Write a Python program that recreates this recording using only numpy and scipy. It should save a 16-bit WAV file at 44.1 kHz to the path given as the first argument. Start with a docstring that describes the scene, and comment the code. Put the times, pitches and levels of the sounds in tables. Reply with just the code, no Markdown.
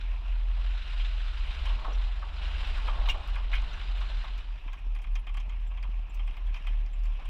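"""On a desert track a truck rolls along, heard at its body: the cab booms as two low tones that later beat, the engine
hums as a sine, and gravel crunches under the tyres as grainy filtered noise with brighter bursts. Stones clunk the floor
pan as force through resonances; one squeals along the metal as a gliding tone. On slower, bushy ground the crunch
yields to a steady roar, a regular low thump, rattling panels and small metal tinks, which are short sines."""
import sys
import numpy as np
from scipy import signal
from scipy.fft import rfft, irfft, next_fast_len
from scipy.io import wavfile
from scipy.ndimage import uniform_filter1d, map_coordinates

SR = 44100
rng = np.random.default_rng(int(sys.argv[2]) if len(sys.argv) > 2 else 0)


def bounce(signal):
    """Save signal as a 16-bit WAV file at the path given by the first command-line argument."""
    frames = np.transpose(np.atleast_2d(signal))
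    limited = np.clip(frames, -1, 1)
    pcm = np.round(limited * 32767).astype(np.int16)
    wavfile.write(sys.argv[1], SR, pcm)


N = 321489
T = np.arange(N) / SR  # s

# Cab boom, rms level: time_s, level_db
BOOM_LEVEL = [(0, -35.5), (.11, -26.5), (.23, -33.5), (.32, -26), (.72, -26.5), (.87, -37), (.99, -25.5),
              (1.3, -29.5), (1.37, -36), (1.41, -28.5), (1.59, -38), (1.73, -21.5), (1.81, -40),
              (1.96, -24.5), (2.25, -33), (2.34, -39), (2.45, -27.5), (2.68, -34.5), (2.77, -31),
              (3.12, -25.5), (3.2, -53), (3.28, -28.5), (3.44, -29.5), (3.56, -25.5), (3.82, -39),
              (3.9, -26.5), (4.3, -34), (4.7, -38), (5.1, -32), (5.9, -30.5), (6.5, -34), (6.9, -35),
              (7.29, -32.5)]
# Cab boom, mean pitch: time_s, pitch_hz
BOOM_PITCH = [(0, 41), (3.8, 41.01), (4.2, 42.27), (4.9, 37.6), (5.7, 40.94), (6.6, 39.52), (7.29, 39.36)]
# Second, lower boom, which opposes the first at each row, for deep or shallow dips: time_s, relative_level_db
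BOOM_BEAT = [(3.95, -27), (4.1, -4), (4.25, -1), (4.43, -3.5), (4.6, -3), (4.775, 0), (5.045, 2.5),
             (5.24, -1), (5.5, -17), (5.78, -20), (6.1, -3), (6.355, -1.5), (6.605, 4.5), (6.92, 7),
             (7.22, 0.5), (7.5, -2)]
# Low frame judder, spectrum: frequency_hz, density_db_per_hz (relative)
JUDDER_SPECTRUM = [(4.7, -38.5), (8.0, -4.5), (32, 15), (42, -33.5), (70, -120)]
# Rumble above the judder, spectrum: frequency_hz, density_db_per_hz (relative)
RUMBLE_SPECTRUM = [(25, -24), (45, 8), (70, 0.5), (95, -12.5), (150, -17), (167, -21.5), (190, -24.5),
                   (330, -24.5), (450, -34), (540, -61)]
CALM_ROAR_DB = -60  # tyre roar on smooth ground
JUDDER_DB, JUDDER_GROWTH = -46, 1.34  # level on smooth ground; dB per dB of roar
RUMBLE_DB, RUMBLE_GROWTH = -48, 0.72  # the same for the rumble

# Tyre noise: time_s, crunch_level_db, roar_level_db
TYRE_LEVELS = [(0, -55.5, -58.5), (.38, -55, -58), (.93, -48, -57), (1.32, -50, -57), (1.58, -47, -53.5),
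               (1.85, -50.5, -50), (2, -50, -56), (2.27, -53.5, -56), (2.44, -46, -52.5), (2.78, -45, -51),
               (3.02, -49, -47), (3.3, -50, -53), (3.42, -53.5, -53), (3.71, -48.5, -53),
               (4.22, -50, -57.5), (4.38, -52, -57.5), (4.52, -57.5, -62), (5.1, -61.5, -62.5),
               (5.48, -59.5, -61.5), (5.9, -60.5, -62), (6.6, -57.5, -60), (6.94, -60, -62),
               (7.29, -56.5, -60)]
# Loose gravel on the ground: time_s, loose_share (0-1)
LOOSE_GRAVEL = [(0.1, 0.35), (.7, 0.92), (4.4, 0.95), (4.65, 0.12)]
# Crunch on loose gravel, spectrum: frequency_hz, density_db_per_hz (relative)
GRAVEL_SPECTRUM = [(710, -41.5), (1200, -7.5), (1450, -3), (1750, -5.5), (2100, -6), (2950, -1.5),
                   (3300, -5.5), (3700, -6), (4200, -8), (4380, -18), (4700, -14), (5500, -22),
                   (6600, -31.5), (7050, -25.5), (7600, -32), (8450, -30.5), (9500, -38.5), (13600, -47.5),
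                   (15600, -57.5)]
# Crunch on firmer dirt, spectrum: frequency_hz, density_db_per_hz (relative)
DIRT_SPECTRUM = [(710, -22.5), (1200, -12), (1440, -17.5), (1590, -1.5), (2050, -2.5), (2570, 5),
                 (3600, -7.5), (4300, -20.5), (5500, -16.5), (6700, -29), (13000, -34), (15600, -40)]
# Tyre roar, spectrum: frequency_hz, density_db_per_hz (relative)
ROAR_SPECTRUM = [(250, -41.5), (430, -5), (496, -10), (590, -2.5), (867, -0.5), (1060, 0), (1400, -6.5),
                 (1820, -42.5), (3080, -120)]
# Modes of the sheet-metal panels: pitch_hz, width_hz, level_db
PANEL_MODES = [(1605, 313, -9), (2140, 102, 3), (2479, 57, -1.5), (2780, 41, 13.5), (2876, 203, -4),
               (3140, 51, 16.5), (3336, 390, -20)]
# Modes of the floor pan: pitch_hz, width_hz, level_db
FLOOR_PAN_MODES = [(353, 320, -4.5), (561, 71, 0.5), (769, 90, -5.5), (897, 67, 2.5), (1109, 106, 2),
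                   (1326, 143, 2.5)]

# Bigger stones bursting under the tread: start_s, peak_db (nominal)
CRUNCHES = [(0.008, -36), (0.7477, -44), (0.7749, -34.5), (0.8194, -36.5), (0.8769, -35.5), (0.9128, -46),
            (0.9622, -40), (1.046, -31.5), (1.08, -41), (1.1059, -46), (1.28, -36), (1.3359, -39),
            (1.4202, -43), (1.5078, -31.5), (1.693, -32.5), (2.0123, -37), (2.447, -35), (2.6449, -32),
            (3.0569, -32), (3.0874, -25.5), (3.3596, -50), (3.5154, -33), (3.5972, -37), (4.013, -33.5),
            (4.0994, -35), (4.2447, -38)]
# Stone burst, spectrum: frequency_hz, density_db_per_hz (relative)
BURST_SPECTRUM = [(900, -47), (1450, -0.5), (2000, -8.5), (2800, 0), (3250, -5.5), (3700, 1), (4200, -8.5),
                  (4450, -22), (5500, -20), (7000, -32), (12000, -47)]
BURST_CREST_DB = 9.5  # peak over rms
BURST_RISE_S, BURST_T60_S = 0.00059, 0.12

# Stones thrown against the underside; from 4.68 s, low floor-pan knocks, mostly under the rattles:
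# start_s, peak_db, struck_part_hz, snap_relative_db
STONES = [(0.996, -36, 3050, -32), (1.468, -39, 2530, -25), (1.655, -34.5, 2562, -14.5),
          (1.66, -39, 805, -38), (1.7, -40.5, 1000, -36), (1.844, -30, 1020, -36), (1.876, -33, 640, -39),
          (2.219, -35.5, 1024, -40), (2.67, -44.5, 2796, -6), (2.78, -36.5, 1404, -29),
          (2.875, -27.5, 930, -34), (2.875, -33.5, 2940, -26), (3.074, -32.5, 895, -15.5),
          (3.083, -32, 2446, -21), (3.089, -27.5, 3300, -11), (3.099, -31, 3090, -11),
          (3.14, -35.5, 691, -36), (3.275, -49, 2917, -2.5), (3.357, -36, 1280, -32),
          (3.354, -38, 2300, -15), (3.528, -27, 1720, -26), (3.535, -26.5, 2180, -21),
          (3.552, -31, 2830, -24.5), (3.619, -41.5, 960, -12.5), (3.976, -40.5, 2770, -13),
          (4.006, -38.5, 1040, -16), (4.094, -44, 750, -30), (4.17, -52, 716, -26),
          (4.236, -37.5, 925, -19), (4.377, -48, 2800, -4), (4.68, -44, 1100, -35), (4.73, -47, 1045, -36),
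          (5.345, -43.5, 1085, -36), (5.71, -48.5, 900, -30), (5.835, -45.5, 997, -35),
          (7.183, -46, 745, -36), (7.205, -46.5, 1150, -36)]
# Knocks of loose panels: start_s, peak_db, snap_relative_db
RATTLES = [(4.678, -41, -38), (4.7296, -41, -15.5), (4.77, -53, -24), (4.9484, -46.5, -13),
           (4.959, -42.5, -28), (4.987, -46, -17), (5.017, -46.5, -10), (5.0404, -42, -31),
           (5.069, -43.5, -22), (5.1537, -33.5, -18.5), (5.2677, -37.5, -28), (5.2908, -42, -23),
           (5.3413, -41.5, -15.5), (5.3697, -35.5, -18), (5.3985, -40, -18), (5.493, -41.5, -22),
           (5.5196, -44.5, -31), (5.7726, -42.5, -31), (5.8268, -41.5, -16), (6.144, -54, -2),
           (6.193, -40.5, -33), (6.2743, -39.5, -21.5), (6.3077, -45, -19.5), (6.367, -41, -21),
           (6.5414, -35, -20.5), (6.56, -38, -30), (6.6685, -35.5, -18), (6.86, -48, -14),
           (7.035, -53.5, -5), (7.055, -48, -9), (7.195, -45, -20.5), (7.2537, -42.5, -16.5)]
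# Treble snap of a blow, spectrum: frequency_hz, density_db_per_hz (relative)
SNAP_SPECTRUM = [(3000, -38), (4500, 3.5), (7000, -4.5), (11000, -15), (16000, -13.5)]
STONE_T60_S = 0.19  # chatter of the force on a part at 1 kHz
STONE_T60_POWER = 0.39  # power of the pitch by which higher parts stop sooner
RATTLE_T60_S, RATTLE_HAZE_T60_S = 0.1, 0.06
# A snap is a sharp click and a softer haze
CLICK_T60_S, STONE_HAZE_DB, STONE_HAZE_T60_S = 0.016, -11, 0.11
STONE_STRIKE, RATTLE_STRIKE = 4.3, 7  # first contact, relative to the chatter

# Engine hum: time_s, pitch_hz, level_db
ENGINE = [(0, 60.9, -49.5), (1, 61.1, -47.5), (1.4, 62.4, -41.5), (1.62, 62.9, -31), (1.9, 63.4, -52),
          (2.5, 65.6, -39), (3, 66.8, -46.5), (3.6, 66.6, -49.5), (4.2, 67.9, -62), (4.5, 68.8, -71),
          (5.5, 70, -55.5), (6.4, 71.65, -50.5), (7.29, 71, -60)]
# Faint drive-line drone: time_s, pitch_hz, level_db
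DRONE = [(0, 165, -77.5), (2.2, 165.2, -77), (2.6, 166.1, -64), (3.3, 166.6, -72.5), (3.9, 167.7, -66),
         (4.3, 166, -67), (4.6, 167.7, -77.5), (5.6, 168.3, -69), (6.4, 162.7, -71), (7.29, 163.8, -75.5)]

SQUEAL_START_S, SQUEAL_SWELL_S, SQUEAL_T60_S = 3.078, 0.019, 0.08
SQUEAL_DB, OVERTONE_DB = -27.5, -22  # mean level at the top of the swell; overtone relative to it
SQUEAL_HZ, SQUEAL_LOW_HZ, SQUEAL_FALL_HZ_PER_S = 3246, 2860, 17500

THUMP_TIMES = np.arange(4.56, N / SR, .1024)  # s

# Small loose metal parts: start_s, level_db (before the rise), pitch_hz
TINKS = [(1.929, -47, 5760), (3.73, -51, 5950), (4.951, -63, 10200), (5.02, -64, 10500),
         (5.121, -64, 10800), (5.191, -61.5, 10250), (5.671, -59.5, 7600), (6.095, -58, 7330),
         (6.14, -60, 12700), (6.267, -62, 8270), (6.37, -64, 14500), (6.466, -46, 3310),
         (6.931, -57.5, 7330), (6.99, -62, 4860), (7.05, -59.5, 7370)]
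TICK_TOP_DB = -67  # limit on a tink's level when it sets the starting tick

# Weak rattles and tinks fall at random on the bushy ground
BUSHY_FROM_S = 4.6
FAINT_RATTLE_DB, FAINT_SNAP_DB, FAINT_TINK_DB = -57.5, -9, -71


def amp(db):
    """Decibel law: the amplitude gain of a level."""
    return 10 ** (np.asarray(db) / 20)


def unit(x):
    """Power normalisation: x at rms 1."""
    return x / np.sqrt(np.mean(x ** 2) + 1e-20)


def curves(rows):
    """Linear interpolation: one value per sample for each column after the time."""
    times, *columns = np.transpose(rows)
    return [np.interp(T, times, column) for column in columns]


def wobble(rate):
    """Band-limited random drift: a smooth curve through rate random knots a second."""
    knots = rng.standard_normal(int(N * rate / SR) + 4)
    return map_coordinates(knots, [T * rate])


def filtered(x, response):
    """Linear filtering: the spectrum of x times a response of frequency."""
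    size = next_fast_len(N + SR // 2)
    gain = response(np.fft.rfftfreq(size, 1 / SR))
    return irfft(rfft(x, size) * gain, size)[..., :N]


def coloured(x, spectrum):
    """Spectral shaping: x weighted by dB points over log frequency, at rms 1."""
    f, db = np.transpose(spectrum)

    def response(hz):
        return amp(np.interp(np.log(hz + 1), np.log(f + 1), db, -120, -120))

    return unit(filtered(x, response))


def resonant(x, modes):
    """Modal superposition: parallel resonances of alternating sign, applied twice for dark valleys."""
    f = np.fft.rfftfreq(len(x), 1 / SR)
    once = 0
    for k, (hz, width, db) in enumerate(modes):
        resonance = 1j * f * width / (hz * hz - f * f + 1j * f * width)
        once = once + (-1) ** k * amp(db / 2) * resonance
    return irfft(rfft(x) * once ** 2, len(x))


def tone(hz):
    """Phase integration: a sine of rms 1 that follows a pitch curve."""
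    return np.sqrt(2) * np.sin(2 * np.pi * np.cumsum(hz) / SR)


def patchy(x, depth_db, size=4):
    """Random modulation in time and frequency: patches of size x 172 Hz by about 23 ms."""
    cells = signal.stft(x, nperseg=256)[2]
    field = uniform_filter1d(rng.standard_normal(cells.shape), size=size, axis=0)
    field = uniform_filter1d(field, size=8, axis=1)
    return signal.istft(cells * amp(depth_db * unit(field)), nperseg=256)[1][:N]


def knock(modes, rise, t60, strike):
    """Impact excitation: a sharp contact and a short chatter of force through the modes, peak 1."""
    t = np.arange(16384) / SR
    decay = amp(-60 * t / max(t60, .01)) + 0.37 * amp(-60 * t / 0.011)
    force = (1 - np.exp(-(t / rise) ** 2)) * decay * rng.standard_normal(len(t))
    force[0] = strike
    ring = resonant(force, modes)
    return ring / np.abs(ring).max()


def add_at(out, start_s, event):
    """Superposition: an event summed into out from its start."""
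    out[round(start_s * SR):][:len(event)] += event


def faint(count):
    """Uniform random arrivals over the bushy ground: rows of start_s, spread_db, share (0-1)."""
    draw = rng.random((count, 3))
    start_s = BUSHY_FROM_S + draw[:, 0] * (N / SR - BUSHY_FROM_S)
    return np.c_[start_s, 6 * (draw[:, 1] - .5), draw[:, 2]]


def cab():
    """Air-mode resonance and beating: two low tones boom; judder and rumble grow with the roar of the ground."""
    upper_turns = np.cumsum(curves(BOOM_PITCH)[0] + 1.254 * wobble(9.6)) / SR
    # the lower boom loses one whole turn from row to row, so the two oppose at each row
    lag_turns = np.interp(T, np.transpose(BOOM_BEAT)[0], np.arange(len(BOOM_BEAT)))
    upper = np.sin(2 * np.pi * upper_turns)
    lower = amp(curves(BOOM_BEAT)[0]) * np.sin(2 * np.pi * (upper_turns - lag_turns))
    boom = np.sqrt(2) * amp(curves(BOOM_LEVEL)[0]) * (upper - lower)

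    rough_db = curves(TYRE_LEVELS)[1] - CALM_ROAR_DB
    judder_db = JUDDER_DB + JUDDER_GROWTH * rough_db
    rumble_db = RUMBLE_DB + RUMBLE_GROWTH * rough_db + 0.97 * wobble(25)
    judder = amp(judder_db) * coloured(rng.standard_normal(N), JUDDER_SPECTRUM)
    rumble = amp(rumble_db) * coloured(rng.standard_normal(N), RUMBLE_SPECTRUM)
    return boom + judder + rumble


def tyres():
    """Granular noise: stones crack in clumps under the tread, and looser gravel has a brighter, grainier crunch."""
    crunch_db, roar_db = curves(TYRE_LEVELS)
    loose = np.clip(curves(LOOSE_GRAVEL)[0], 0, 1)
    clumps_db = .6 * wobble(30) + 1.3 * wobble(120)

    struck = rng.random(N) < 700 / SR  # some 700 cracks a second
    crack_db = 3.5 * np.minimum(rng.exponential(size=N), 3)
    cracks = struck * rng.standard_normal(N) * amp(crack_db)
    stones = unit(rng.standard_normal(N) + 0.33 * unit(cracks))

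    gravel = amp(clumps_db) * coloured(patchy(stones, depth_db=1.87), GRAVEL_SPECTRUM)
    dirt_db = 0.82 * clumps_db + 0.48 * wobble(7.4)
    dirt = amp(dirt_db) * coloured(patchy(stones[::-1], depth_db=2.5), DIRT_SPECTRUM)
    crunch = amp(crunch_db) * (np.sqrt(loose) * gravel + np.sqrt(1 - loose) * dirt)

    roar = coloured(patchy(rng.standard_normal(N), depth_db=1.5), ROAR_SPECTRUM)
    roar = amp(roar_db + 0.53 * clumps_db) * roar

    # the tyre noise also sets the sheet metal singing
    panels = resonant((0.056 + 0.078 * (1 - loose)) * crunch, PANEL_MODES)
    floor_pan = 0.16 * resonant(roar, FLOOR_PAN_MODES)
    return crunch + panels + roar + floor_pan


def crunches():
    """Fracture bursts: bright, gritty noise with a fast rise and an exponential decay as stones break."""
    envelope, t = np.zeros(N + SR), np.arange(SR // 4) / SR
    for start_s, peak_db in CRUNCHES:
        decay = amp(peak_db - BURST_CREST_DB - 60 * t / BURST_T60_S)
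        add_at(envelope, start_s, decay * (1 - np.exp(-t / BURST_RISE_S)))
    grit = amp(0.95 * wobble(250))
    return envelope[:N] * grit * coloured(rng.standard_normal(N), BURST_SPECTRUM)


def blows():
    """Modal excitation by impact: stones and low knocks ring nearby modes, panels ring broadly, and all snap."""
    body, snaps = np.zeros(N + SR), np.zeros(N + SR)
    t = np.arange(SR // 4) / SR
    click = amp(-60 * t / CLICK_T60_S)

    stone_haze = amp(STONE_HAZE_DB - 60 * t / STONE_HAZE_T60_S) * (1 - np.exp(-(t / 0.0061) ** 2))
    stone_snap = click * (1 - np.exp(-t / 0.001)) + stone_haze
    for start_s, peak_db, part_hz, snap_db in STONES:
        # modes weaken with their distance in octaves from the struck part
        near = [(hz, 1.53 * width + 45, 0.5 * db - 18 * np.log2(hz / part_hz) ** 2)
                for hz, width, db in FLOOR_PAN_MODES + PANEL_MODES]
        t60 = STONE_T60_S * (part_hz / 1000) ** -STONE_T60_POWER
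        add_at(body, start_s, amp(peak_db) * knock(near, 0.00045, t60, STONE_STRIKE))
        add_at(snaps, start_s, amp(peak_db + snap_db) * stone_snap)

    # the loose fit damps the panels, so their modes are broad
    broad = [(hz, 1.5 * width + 100, 0.5 * db + 1.92 * (hz < 1400))
             for hz, width, db in FLOOR_PAN_MODES[2:] + PANEL_MODES]
    rattle_haze = amp(-2.5 - 60 * t / RATTLE_HAZE_T60_S)
    rattle_snap = (click + rattle_haze) * (1 - np.exp(-t / 0.0017))
    weak = [(start_s, FAINT_RATTLE_DB + spread_db, FAINT_SNAP_DB - 12 * share)
            for start_s, spread_db, share in faint(count=14)]
    for start_s, peak_db, snap_db in RATTLES + weak:
        add_at(body, start_s, amp(peak_db) * knock(broad, 0.0004, RATTLE_T60_S, RATTLE_STRIKE))
        add_at(snaps, start_s, amp(peak_db + snap_db) * rattle_snap)

    treble = coloured(patchy(rng.standard_normal(N), depth_db=4.5, size=14), SNAP_SPECTRUM)
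    return body[:N] + snaps[:N] * treble


def squeal():
    """Scraping friction: a rough falling tone and its overtone swell, then die, as a stone drags along metal."""
    t = np.clip(T - SQUEAL_START_S, 0, None)
    hz = np.maximum(SQUEAL_HZ - SQUEAL_FALL_HZ_PER_S * t, SQUEAL_LOW_HZ) + 80 * wobble(300)
    rise = np.minimum(t / SQUEAL_SWELL_S, 1) ** 2
    decay = amp(-60 * np.clip(t - SQUEAL_SWELL_S, 0, None) / SQUEAL_T60_S)
    roughness_db = 2.8 * wobble(250)
    return amp(SQUEAL_DB + roughness_db) * rise * decay * (tone(hz) + amp(OVERTONE_DB) * tone(2 * hz))


def engine():
    """Periodic excitation: a higher engine order hums, ever less steady, and a drive-line drone wavers above it."""
    hum_hz, hum_db = curves(ENGINE)
    drone_hz, drone_db = curves(DRONE)
    unsteady_hz = (.6 + .45 * T) * wobble(13)
    hum = amp(hum_db + 1.3 * wobble(10)) * tone(hum_hz + unsteady_hz)
    drone = amp(drone_db + 3.1 * wobble(8.4)) * tone(drone_hz + 2.48 * wobble(15))
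    return hum + drone


def thump():
    """Impulse response of a damped resonance: a low push once a period, alternately weaker and stronger."""
    count = len(THUMP_TIMES)
    push_db = -1.5 * (-1.) ** np.arange(count) + 1.9 * rng.standard_normal(count)
    pushes = np.zeros(N)
    pushes[(THUMP_TIMES * SR).astype(int)] = amp(push_db)

    def response(f):
        resonance = 1j * f * 250 / (170 ** 2 - f * f + 1j * f * 250)  # 170 Hz, 250 Hz wide
        return resonance / (1 + 1j * f / 350) ** 2  # two low-pass poles at 350 Hz

    return amp(-8.5) * filtered(pushes, response)


def tinks():
    """Free decay of a single mode: small loose metal parts tick, then ring briefly at one high pitch."""
    out, t = np.zeros(N + SR), np.arange(SR // 4) / SR
    weak = [(start_s, FAINT_TINK_DB + spread_db, 9700 + 1400 * share)
            for start_s, spread_db, share in faint(count=5)]
    for start_s, level_db, hz in TINKS + weak:
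        shiver = np.cumsum(.15 * rng.standard_normal(len(t)))  # loose contact blurs the pitch
        envelope = amp(level_db - 60 * t / 0.065) * (1 - np.exp(-t / 0.0038))
        add_at(out, start_s, envelope * np.sin(2 * np.pi * hz * t + shiver))
        tick_envelope = amp(min(level_db, TICK_TOP_DB) - 7.0 - 60 * t / 0.03)
        add_at(out, start_s, tick_envelope * np.diff(rng.standard_normal(len(t) + 1)))
    return out[:N]


def scene():
    """Linear superposition: all sources at one microphone."""
    near = cab() + tyres() + crunches() + blows() + squeal()
    return (near + engine() + thump() + tinks())[None]


def record(dry):
    """Band limitation: nothing passes at or above 15750 Hz."""
    return filtered(dry, lambda hz: hz < 15750)


dry = scene()
out = record(dry)
bounce(out)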